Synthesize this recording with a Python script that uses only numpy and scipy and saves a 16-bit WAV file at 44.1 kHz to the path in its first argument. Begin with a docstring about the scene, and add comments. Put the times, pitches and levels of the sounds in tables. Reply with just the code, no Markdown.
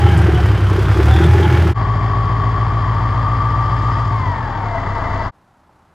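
"""A six-cylinder drone sags and picks up in a truck cab while panels buzz, thump and clink.
Then a V8 runs at fast idle in the yard, gears whining, drops to slow idle, and is last heard faintly from behind.
Firing tones and cycle-locked noise bursts through resonances make the engines; gear whine is tones at multiples
of the cycle; loose parts are short decaying rings. All turning parts follow speed curves."""
import sys
import numpy as np
from scipy import signal
from scipy.fft import rfft, irfft
from scipy.io import wavfile
from scipy.ndimage import uniform_filter1d

SR = 44100
rng = np.random.default_rng(int(sys.argv[2]) if len(sys.argv) > 2 else 0)


def unload_audio(sound):
    """Save the sound as a 16-bit wav file, at the path given as the first command line argument."""
    columns = np.transpose(np.atleast_2d(sound))
    # keep every value between -1 and 1, then stretch to whole-number steps
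    steps = np.round(np.clip(columns, -1, 1) * 32767)
    wavfile.write(sys.argv[1], SR, steps.astype(np.int16))


N = 261937
T = np.arange(N) / SR
HZ = np.fft.rfftfreq(N, 1 / SR)
YARD_START_S, YARD_END_S = 1.738, 5.312
EDGE_HZ = 15750  # upper band limit

# engine speed: (time [s], speed [rpm])
CAB_SPEED = [(0.0, 1659.5), (0.2, 1574.3), (0.4, 1436.0), (0.6, 1313.2), (0.75, 1268.1), (0.9, 1331.7),
             (1.05, 1463.6), (1.25, 1636.2), (1.45, 1694.8), (1.72, 1612.4)]
YARD_SPEED = [(1.75, 846), (2.1, 842), (2.45, 841), (2.7, 853), (3.0, 848), (3.3, 866), (3.5, 873),
              (4.06, 877), (4.2, 787), (4.33, 704), (4.5, 605), (4.72, 514), (4.9, 500), (5.3, 497)]

# spectra before scaling to rms 1: (frequency [Hz], relative level [dB per Hz])
CAB_CLATTER_SPECTRUM = [(260, -15), (450, -2), (667, -6), (850, -3), (1600, -6.5), (2120, -12), (3180, -18),
                        (3930, -22), (5000, -27.5), (6500, -60), (11000, -120)]
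CAB_RATTLE_SPECTRUM = [(2820, -35), (4800, 6), (5220, 5), (7160, -0.5), (9870, -5.5), (11200, -3.5),
                       (12600, -9), (15600, -11)]
CAB_RUMBLE_SPECTRUM = [(30, -28), (60, -28), (85, -2.5), (108, 5.5), (122, 6), (136, -12.5), (160, 0),
                       (190, -7.5), (220, -17.5), (280, -17.5), (500, -32), (1500, -110)]
CAB_PANEL_SPECTRUM = [(120, -58), (200, -12.5), (270, -9.5), (330, 5), (400, 1.5), (460, -14.5), (650, -57),
                      (1500, -100)]
FAST_CLATTER_SPECTRUM = [(82, -61.5), (140, -2), (200, -11.5), (275, -8.5), (390, -9.5), (490, -14),
                         (680, -7.5), (900, -8), (1130, -2), (1410, -15.5), (1880, -12.5), (2470, -26.5),
                         (2850, -31), (3230, -22.5), (3650, -37), (4840, -40), (7700, -55.5), (10300, -64),
                         (17400, -120)]
SLOW_CLATTER_SPECTRUM = [(82, -54), (166, -4), (366, -7.5), (578, -9.5), (672, -8.5), (823, -4),
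                         (1150, 0.5), (1440, -10.5), (2010, -12.5), (2420, -27), (3300, -28), (5700, -44.5),
                         (6350, -44), (7900, -55), (10300, -62.5), (17400, -120)]
TICKING_SPECTRUM = [(1500, -42.5), (2500, -4), (3250, -1), (4000, -8), (4950, -0.5), (5600, -10),
                    (7700, -14.5), (8300, -36.5), (13000, -59.5)]
PIPE_SPECTRUM = [(10, -20.5), (30, 5.5), (45, 10.5), (57, -4), (90, 4.5), (160, -8.5), (280, -7.5),
                 (600, -34.5), (1500, -80)]
REAR_SPECTRUM = [(15, -44), (25, -18), (71, 2), (200, -1), (462, -8.5), (856, -1.5), (1420, -9),
                 (2560, -22), (9770, -34.5), (11200, -33), (15000, -46)]
DIFFUSE_SPECTRUM = [(300, -55.5), (600, -1.0), (2000, -14.5), (5000, -24.5), (8000, -43.5)]

# small loose metal parts in the cab: (time [s], relative level [dB])
CAB_CLINKS = [(0.0882, -30), (0.1748, -23), (1.081, -31), (1.2406, -26)]
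# loose cab panel: (time [s], envelope peak [dB])
PANEL_THUMPS = [(0.08, -14), (0.286, -10.5), (0.335, -17), (0.452, -20), (0.756, -14.5), (0.782, -11),
                (0.962, -15), (0.996, -10), (1.176, -20), (1.203, -10), (1.225, -13), (1.248, -12),
                (1.347, -10.5), (1.398, -7.5), (1.538, -14), (1.586, -11.5)]
# dash metal buzz: (time [s], half length [s], added drive level [dB])
DASH_SWELLS = [(0.08, 0.067, -38.5), (0.36, 0.021, -38), (1.155, 0.037, -38), (1.245, 0.018, -33),
               (1.441, 0.015, -30.5)]
# floor drumming at twice the firing rate: (time [s], half length [s], level [dB])
FLOOR_DRUMMING = [(0.118, .012, -20), (0.16, .016, -14), (0.348, 0.018, -17), (1.261, 0.03, -18),
                  (1.474, 0.0087, -16), (1.67, 0.02, -21.5)]
# cab gear whine: (time [s], relative level [dB])
CAB_WHINE_LEVEL = [(0, -25.5), (.12, -25.5), (.25, -32.5), (.4, -30), (.46, -47), (1.06, -35),
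                   (1.14, -23.5), (1.25, -32.5), (1.46, -26), (1.59, -30.5), (1.66, -32)]
# short ringing bursts outside: (time [s], half length [s], pitch [Hz], level [dB])
RINGING_BURSTS = [(3.938, 0.0088, 4900, -46), (4.032, 0.0027, 1210, -25), (4.637, 0.0044, 905, -22),
                  (4.679, .005, 912, -24), (4.761, 0.0036, 920, -24), (4.787, 0.0043, 1990, -26.5),
                  (5.029, .005, 1060, -23), (5.061, 0.011, 1960, -29.5), (5.244, 0.014, 4900, -47),
                  (5.694, .003, 900, -52)]

# engine block and covers: (frequency [Hz], width [Hz], gain over the clatter [dB])
BLOCK_RINGS = [(263.5, 17, -10), (4720, 380, 4.5), (6900, 1600, -0.5)]
# V8 cylinders in firing order: (strength [dB], lag [share of firing interval])
CYLINDER_PUFFS = [(-3, 0.765), (2.5, 0.512), (2.5, 0.514), (0, 0.523), (0, 0.568), (-4.5, 0.46),
                  (1.5, 0.508), (2.5, 0.651)]
# gear mesh sidebands: (multiple of cycle [-], relative level at grille [dB], relative level beside wing [dB])
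MESH_SIDEBANDS = [(146, -14, -9), (152, -1, -5), (156, -1, -10), (162, 2, -3), (164, 0, -12),
                  (166, -2, -12), (168, -3, 2), (172, -9, -11)]
# yard gear whine: (time [s], mesh tone level [dB], sideband level [dB])
YARD_WHINE_LEVEL = [(2.0, -30, -31), (2.17, -27.5, -29.5), (2.5, -28, -30.5), (2.75, -31.5, -30),
                    (3.2, -33, -27.5), (3.4, -23, -27.5), (3.62, -23.5, -29), (3.82, -27, -29),
                    (4.05, -28, -28.5), (4.27, -27, -35), (4.4, -33.5, -35), (4.6, -38.5, -36.5),
                    (4.73, -29, -44), (4.9, -34, -40)]
# fan, pump and belts at fast idle: (multiple of cycle [-], mean level [dB])
BELT_HUM = [(23, -44), (38, -46), (57, -47)]
# yard stereo level balance: (frequency [Hz], left minus right [dB])
STEREO_BALANCE = [(60, 0.5), (240, 1.5), (480, 3), (950, 6.5), (1890, 2), (3770, 6.5), (7520, -4.5)]
# yard stereo phase: (frequency [Hz], left lead over right [rad])
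STEREO_LEAD = [(0, -0.0068), (1640, 0.11), (2670, -1.42), (3700, -0.74), (5430, 0.72), (10600, 0.2)]

# cab base levels: (dB at low speed, dB at high speed, dB added at full pull); DRONE is at high speed from the knee
BOOM, RUMBLE, PANELS = (-11.5, -13.5, 0), (-19.5, -17, 0), (-25.5, -21.5, 0)
CLATTER, RATTLE, DRONE = (-28.5, -25.5, 1), (-47, -43.5, 2), (-22.5, -13, 1.4)
LOW_RPM, KNEE_RPM, HIGH_RPM, FULL_PULL_RPM_PER_S = 1270, 1490, 1690, 900
SHUDDER_CYCLES, SHUDDER_FIRST = 2.614, 1.45  # engine cycles per shudder, cycles at the first
SHUDDER_DB, SHUDDER_WIDTH = 1.5, 0.37  # panel lift; half length as share of the beat
BOOM_SWING_DB, BOOM_LEAD = 1.5, 0.283  # boom swells ahead of the shudder (share of the beat)
SURGE_DB, SURGE_SWING_DB = -18, 8.5  # order 8, at high speed
THUMP_RISE_S, THUMP_HZ, THUMP_SPREAD = 0.0044, 364, 0.022
DASH_DB, DASH_HZ, DASH_PULL_HZ = -44, 3200, 246  # constant drive level; pitch, and its rise at full pull
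CAB_OCTAVE_DB = -9  # relative to the mesh tone

PIPE_FAST_DB, PIPE_SLOW_DB, PIPE_DB_PER_S = -15.5, -21, -0.51  # base levels; fades along the walk
PIPE_DROP_RPM, PIPE_DROP_WIDTH_RPM = 702, 9.9  # below this the puffs stop driving the pipe hard
CLATTER_FAST_DB, CLATTER_SLOW_DB, CLATTER_COAST_DB = -35, -36, -2.5  # base levels; added at full slowing
CATCH_S, CATCH_HALF_S, CATCH_DB = 5.13, 0.28, 3.2  # clatter swells as the governor catches the idle
CATCH_THUD_DB = -30.5
COVER_HZ, COVER_WIDTH_HZ, COVER_DB, COVER_FROM_S = 911, 49, -35, 2.9
TICKING_DB, ARCH_S, ARCH_HALF_S, ARCH_DB = -51.5, 4, 0.35, 4.7  # ticking swells through the wheel arch
WING_S, WING_TURN_S = 3.02, 0.16  # the walk passes from grille to wing
CHATTER_WIDTH = 0.067  # ring width as share of pitch
REAR_DB = -55.5  # gain on the rear mix


def amp(db):
    """Decibels to gain."""
    return 10 ** (np.asarray(db) / 20)


def unit(x):
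    """Scales to rms 1."""
    return x / np.sqrt(np.mean(x ** 2) + 1e-20)


def steady(x):
    """Scales to rms 1 over a sliding quarter second or so; the throb stays."""
    return x / np.sqrt(uniform_filter1d(x ** 2, size=12400) + 1e-12)


def curves(rows):
    """Interpolates each column over time."""
    s, *columns = np.transpose(rows)
    return [np.interp(T, s, c) for c in columns]


def read(points):
    """Interpolates a table over log frequency."""
    f, value = np.transpose(points)
    return np.interp(np.log(HZ + 1), np.log(f + 1), value)


def colour(x, points):
    """Filters x by a spectrum table, then scales to rms 1."""
    return unit(irfft(rfft(x) * amp(read(points)), N))


def resonate(x, hz, width):
    """Resonance of gain 1 at its centre, which may follow a curve."""
    turn = np.exp(2j * np.pi * np.cumsum(hz * np.ones(N)) / SR)
    r = np.exp(-np.pi * width / SR)
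    return 2 * (turn * signal.lfilter([1 - r], [1, -r], x / turn)).real


def wander(hz):
    """Low-passed noise, rms 1."""
    lowpass = 1 + (np.fft.rfftfreq(8192, .001) / hz) ** 4
    slow = irfft(rfft(rng.standard_normal(size=8192)) / lowpass)
    return unit(np.interp(T * 1000, np.arange(len(slow)), slow))


def swell(at, half):
    """Gaussian bump of height 1; half is the time to 1/e."""
    return np.exp(-((T - at) / half) ** 2)


def section(start, end, fade_in, fade_out):
    """Opens and shuts one section with short fades."""
    return np.clip((T - start) / fade_in, 0, 1) * np.clip((end - T) / fade_out, 0, 1)


def crank(rpm):
    """Four-stroke cycles per second, and cycles turned so far."""
    rate = rpm / 120
    return rate, np.cumsum(rate) / SR


def speeding(rpm):
    """Smoothed speed change in rpm per second."""
    return uniform_filter1d(np.gradient(rpm, T), size=6000)


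def follow(law, speed, pull):
    """Level in dB from speed and pull."""
    low_db, high_db, pull_db = law
    return low_db + (high_db - low_db) * speed + pull_db * pull


def tone(cycles, order, lag=0):
    """Sine at a multiple of the engine cycle, rms 1."""
    return np.sqrt(2) * np.cos(2 * np.pi * (order * cycles - lag))


def knocks(cycles, count, lag, decay, bed, repeat, spread_db, size=8192):
    """Decaying noise bursts, count a cycle; the power share 'repeat' is alike in every cycle."""
    same = rng.standard_normal(size=size)
    repeat = np.clip(repeat, 0, 1)
    repeated = np.sqrt(repeat) * same[(cycles % 1 * len(same)).astype(int)]
    noise = repeated + np.sqrt(1 - repeat) * rng.standard_normal(N)
    beat, age = np.divmod(count * cycles - lag + 2, 1)
    force = amp(spread_db * rng.standard_normal(size=1024))[beat.astype(int)]
    return unit(noise * (bed + force * np.exp(-age / decay)))


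def rear():
    """Idle from far behind: dull clatter, soft firing tones and one ringing cover."""
    rate, cycles = crank(np.full(N, 480.))
    hits = knocks(cycles, count=8, lag=0.22, decay=0.61, bed=2.1, repeat=0.38, spread_db=2)
    firing = amp(-16) * tone(cycles, order=8) + amp(-14) * tone(cycles, order=16)
    cover = amp(-32) * unit(resonate(hits, 1000, 16))
    return amp(REAR_DB) * (amp(1.5) * colour(hits, REAR_SPECTRUM) + firing + cover)


def chatters():
    """Short noise bursts, each ringing at one pitch."""
    noise, out = rfft(rng.standard_normal(N)), np.zeros(N)
    for s, half, hz, db in RINGING_BURSTS:
        shape = swell(s, half)
        burst = shape * irfft(noise * np.exp(-((HZ / hz - 1) / CHATTER_WIDTH) ** 2), N)
        out += amp(db) * burst * np.linalg.norm(shape) / np.linalg.norm(burst)
    return out


def clinks():
    """Decaying noise in two resonances: small metal parts ring briefly."""
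    blows = sum(amp(db - 15) * (T > s) * np.exp(-abs(T - s) / 0.014) for s, db in CAB_CLINKS)
    noise = rng.standard_normal(N)
    return blows * unit(resonate(resonate(noise, 7300, 2200), 9200, 5000))


def thumps():
    """Each blow rings the panel for a few cycles."""
    out = np.zeros(N)
    for s, db in PANEL_THUMPS:
        age = np.maximum(T - s, 0)
        hz = THUMP_HZ * (1 + THUMP_SPREAD * rng.standard_normal())
        envelope = age / THUMP_RISE_S * np.exp(1 - age / THUMP_RISE_S)
        out += amp(db) * envelope * np.sin(2 * np.pi * hz * age)
    return out


def singing(cycles, clatter_db):
    """High engine orders flare briefly in the clatter and glide with speed."""
    streaks = sum(amp(6 * wander(12)) / k * tone(cycles, order=k, lag=.2 * wander(20))
                  for k in range(98, 180, 7))
    return amp(clatter_db - 6.5) * steady(streaks)


def cab_gears(cycles):
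    """A gear meshes 60 times a cycle; its ragged whine and octave glide with the engine."""
    level_db, = curves(CAB_WHINE_LEVEL)
    play = .13 * wander(18) + .09 * wander(70)
    levels_db = level_db, level_db + CAB_OCTAVE_DB
    return sum(amp(db - 2 + 3.8 * wander(30)) * tone(cycles, order=60 * k, lag=k * play)
               for k, db in enumerate(levels_db, 1))


def cab_boom(rate, cycles, boom_db, speed, swing):
    """Order 9 of the cycle booms near the cab's air resonance; order 8 surges at high speed."""
    near = 1 / np.hypot(1, (9 * rate - 101) / 14)
    boom_db = boom_db + BOOM_SWING_DB * swing - 1.5 + 0.85 * wander(54)
    boom = amp(boom_db) * near * tone(cycles, order=9, lag=0.004)
    surge = tone(cycles, order=8, lag=0.318 + 0.17 * wander(9.2))
    return boom + amp(SURGE_DB + SURGE_SWING_DB * swing) * speed * surge


def dash_metal(cycles, pull):
    """Engine-driven noise rings the dash metal, higher with pull."""
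    buzz = knocks(cycles, count=3, lag=.6, decay=.4, bed=.9, repeat=.7, spread_db=2, size=2400)
    drive = amp(DASH_DB) + sum(amp(db) * swell(s, half) for s, half, db in DASH_SWELLS)
    hz = DASH_HZ + DASH_PULL_HZ * pull
    return drive * unit(resonate(resonate(buzz, hz, 300), hz, 700))


def cab():
    """Six firings a cycle drone; speed and pull set the levels, and panels shudder in a slow beat."""
    rpm, = curves(CAB_SPEED)
    rate, cycles = crank(rpm)
    pull = speeding(rpm) / FULL_PULL_RPM_PER_S
    speed = np.interp(rpm, [LOW_RPM, HIGH_RPM], [0, 1])
    to_knee = np.interp(rpm, [LOW_RPM, KNEE_RPM], [0, 1])
    boom_db, panel_db, clatter_db, rattle_db = (
        follow(law, speed, pull) for law in (BOOM, PANELS, CLATTER, RATTLE))
    beat = (cycles - SHUDDER_FIRST) / SHUDDER_CYCLES
    shudder = np.exp(-((beat - np.round(beat)) / SHUDDER_WIDTH) ** 2)
    swing = np.cos(2 * np.pi * (beat + BOOM_LEAD))
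    drone_db = follow(DRONE, to_knee, pull) + 1.0 + 1.1 * wander(34)
    drone = amp(drone_db) * tone(cycles, order=6, lag=0.72)
    drumming = sum(amp(db) * swell(s, half) for s, half, db in FLOOR_DRUMMING) * tone(cycles, order=12)
    shake = knocks(cycles, count=6, lag=0.68, decay=0.44, bed=0.77, repeat=0.39, spread_db=1.5)
    rumble = amp(follow(RUMBLE, speed, pull)) * steady(colour(shake, CAB_RUMBLE_SPECTRUM))
    flutter = knocks(cycles, count=3, lag=0.27, decay=0.36, bed=0.34, repeat=0.6, spread_db=1.5, size=2400)
    panels = amp(panel_db - 1.5 + SHUDDER_DB * shudder) * colour(flutter, CAB_PANEL_SPECTRUM)
    # every other firing knocks harder through the bulkhead
    combustion = knocks(cycles, count=3, lag=.68, decay=.32, bed=1.25, repeat=.5, spread_db=1.2, size=2400)
    clatter = amp(clatter_db + 0.7 + 1.04 * wander(23)) * colour(combustion, CAB_CLATTER_SPECTRUM)
    fittings = knocks(cycles, count=3, lag=.7, decay=.28, bed=1.15, repeat=.35, spread_db=2, size=2800)
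    rattle = amp(rattle_db + 1.0 * wander(29)) * colour(fittings, CAB_RATTLE_SPECTRUM)
    engine = drone + drumming + cab_boom(rate, cycles, boom_db, speed, swing) + rumble + clatter
    loose = panels + rattle + dash_metal(cycles, pull) + thumps() + clinks()
    return engine + loose + singing(cycles, clatter_db) + cab_gears(cycles)


def valves(cycles, coast):
    """Sixteen tappets a cycle tick unevenly, softer while the engine slows."""
    ticks = knocks(cycles, count=16, lag=.3, decay=.35, bed=.8, repeat=.6, spread_db=3)
    level_db = TICKING_DB + ARCH_DB * swell(ARCH_S, ARCH_HALF_S) + CLATTER_COAST_DB * coast
    return amp(level_db) * colour(ticks, TICKING_SPECTRUM)


def gears(rate, cycles, fast, coast):
    """Timing gears mesh 160 times a cycle; the crank's uneven pull spreads the whine into sidebands."""
    mesh_db, sidebands_db = curves(YARD_WHINE_LEVEL)
    slack = 1 - fast  # unloaded teeth hunt in their backlash
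    hunting = slack * (.16 * (1 - .4 * coast) * wander(35) + .09 * tone(cycles, order=2))
    mesh = tone(cycles, order=160, lag=.05 * wander(14) + hunting)
    mesh = steady(mesh * amp((1 + 3 * slack * (1 - coast)) * wander(25)))
    wing = .5 + .5 * np.tanh((T - WING_S) / WING_TURN_S)
    lines = np.zeros(N)
    for k, front_db, side_db in MESH_SIDEBANDS:
        line_db = front_db + (side_db - front_db) * wing + 2 * wander(10)
        lines += amp(line_db) * tone(cycles, order=k, lag=rng.random() + .06 * wander(6))
    mesh_hz = 160 * rate
    teeth = knocks(cycles, count=2, lag=0.079, decay=0.62, bed=0.58, repeat=0.61, spread_db=3.0)
    chatter = steady(resonate(resonate(teeth, mesh_hz, 220), mesh_hz, 300))
    whine = amp(mesh_db) * mesh + amp(sidebands_db) * (steady(lines) + amp(-6.5) * chatter)
    # unloaded teeth rattle; overtones sound as they cross the gear cover's resonance
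    second = amp(-32.0) * coast * np.sqrt(slack) * tone(cycles, order=320, lag=.1 * wander(45))
    third_level = amp(-41.0) * slack ** 4 * amp(2 * wander(24))
    third = third_level * tone(cycles, order=480, lag=0.15 * wander(51))
    overtones = resonate(resonate(second + third, 2070, 750), 1920, 1200)
    return whine + overtones


def belts(cycles, fast):
    """Fan, pump and belts hum at fixed multiples of the cycle, fading as the engine slows."""
    return fast ** 3 * sum(amp(db + 5.8 * wander(0.89)) * tone(cycles, order=k, lag=0.21 * wander(10))
                           for k, db in BELT_HUM)


def exhaust(rate, cycles, pipe_db, fast, coast):
    """Eight uneven puffs a cycle ring the pipe; its pitch rises with engine speed as the gas gets hotter."""
    puffs = np.zeros(N)
    for k, (db, lag) in enumerate(CYLINDER_PUFFS):
        turns = np.floor(cycles - (k + lag) / len(CYLINDER_PUFFS))
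        puffs += amp(db) * (np.diff(turns, prepend=0) > 0)
    puffs = colour(puffs * amp(0.6 * wander(30)), PIPE_SPECTRUM)
    pipe = resonate(puffs, 114 * (rate / rate.max()) ** 0.13, 21.3)
    # the thud fades while fuel is cut; an octave joins as the governor catches the idle
    thud_db = -25.5 - 4.4 * (0.5 - fast) - 4.4 * coast + 0.5 * wander(15)
    thud = amp(thud_db) * tone(cycles, order=8, lag=0.064)
    octave = amp(CATCH_THUD_DB) * swell(CATCH_S, CATCH_HALF_S) * tone(cycles, order=16)
    return amp(pipe_db - 1.0) * steady(pipe) + thud + octave


def yard(loose):
    """V8 exhaust, gears and combustion clatter, mostly stronger at left; speed drives the levels."""
    rpm, = curves(YARD_SPEED)
    rate, cycles = crank(rpm)
    coast = np.clip(-speeding(rpm) / 550, 0, 1)  # how hard the engine is slowing
    fast = np.clip((rpm - 500) / 340, 0, 1)
    driven = .5 + .5 * np.tanh((rpm - PIPE_DROP_RPM) / PIPE_DROP_WIDTH_RPM)
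    pipe_db = PIPE_FAST_DB * driven + PIPE_SLOW_DB * (1 - driven) + PIPE_DB_PER_S * (T - YARD_START_S)
    clatter_db = CLATTER_FAST_DB * fast + CLATTER_SLOW_DB * (1 - fast) + CLATTER_COAST_DB * coast
    clatter_db = clatter_db + CATCH_DB * swell(CATCH_S, CATCH_HALF_S)
    hits = knocks(cycles, count=8, lag=.2, decay=.45, bed=1.7, repeat=.65, spread_db=2)
    hits = hits * amp(0.46 * tone(cycles, order=2, lag=0.58))  # swells once per crank turn
    # a side cover rings once the wheel arch is in line
    ring = steady(resonate(resonate(hits, COVER_HZ, COVER_WIDTH_HZ), COVER_HZ, 97))
    cover = amp(COVER_DB) * np.clip((T - COVER_FROM_S) / 0.045, 0, 1) * ring
    hits = hits + sum(amp(db) * resonate(hits, hz, width) for hz, width, db in BLOCK_RINGS)
    fast_clatter = amp(9.5) * np.sqrt(fast) * colour(hits, FAST_CLATTER_SPECTRUM)
    slow_clatter = amp(8.0) * np.sqrt(1 - fast) * colour(hits, SLOW_CLATTER_SPECTRUM)
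    engine = amp(clatter_db) * (fast_clatter + slow_clatter) + cover + valves(cycles, coast)
    engine = engine + gears(rate, cycles, fast, coast) + belts(cycles, fast) + loose
    sound = rfft(engine + exhaust(rate, cycles, pipe_db, fast, coast))
    side = amp(read(STEREO_BALANCE) / 2) * np.exp(.5j * read(STEREO_LEAD))
    # diffuse noise that widens the clatter, opposite in sign at left and right
    diffuse = amp(clatter_db - 12.0) * colour(rng.standard_normal(N), DIFFUSE_SPECTRUM)
    return irfft(np.array([sound * side, sound / side]), N) + np.array([diffuse, -diffuse])


def scene():
    """Cab, yard, rear, one after the other."""
    inside = cab() * section(-1, YARD_START_S, .01, 0.039) ** 0.82
    loose = chatters()
    outside = yard(loose) * section(YARD_START_S, YARD_END_S, 0.04, 0.038) ** 1.28
    behind = (rear() + loose) * section(YARD_END_S, 7, 0.029, .01)
    return inside + outside + behind


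def record(dry):
    """Rounds peaks off below full scale, then limits the band."""
    rounded = dry / (1 + abs(dry / .98) ** 8) ** (1 / 8)
    lowpass = signal.firwin(511, EDGE_HZ, window=("kaiser", 9), fs=SR)
    return signal.oaconvolve(rounded, lowpass[None], "same")


dry = scene()
out = record(dry)
unload_audio(out)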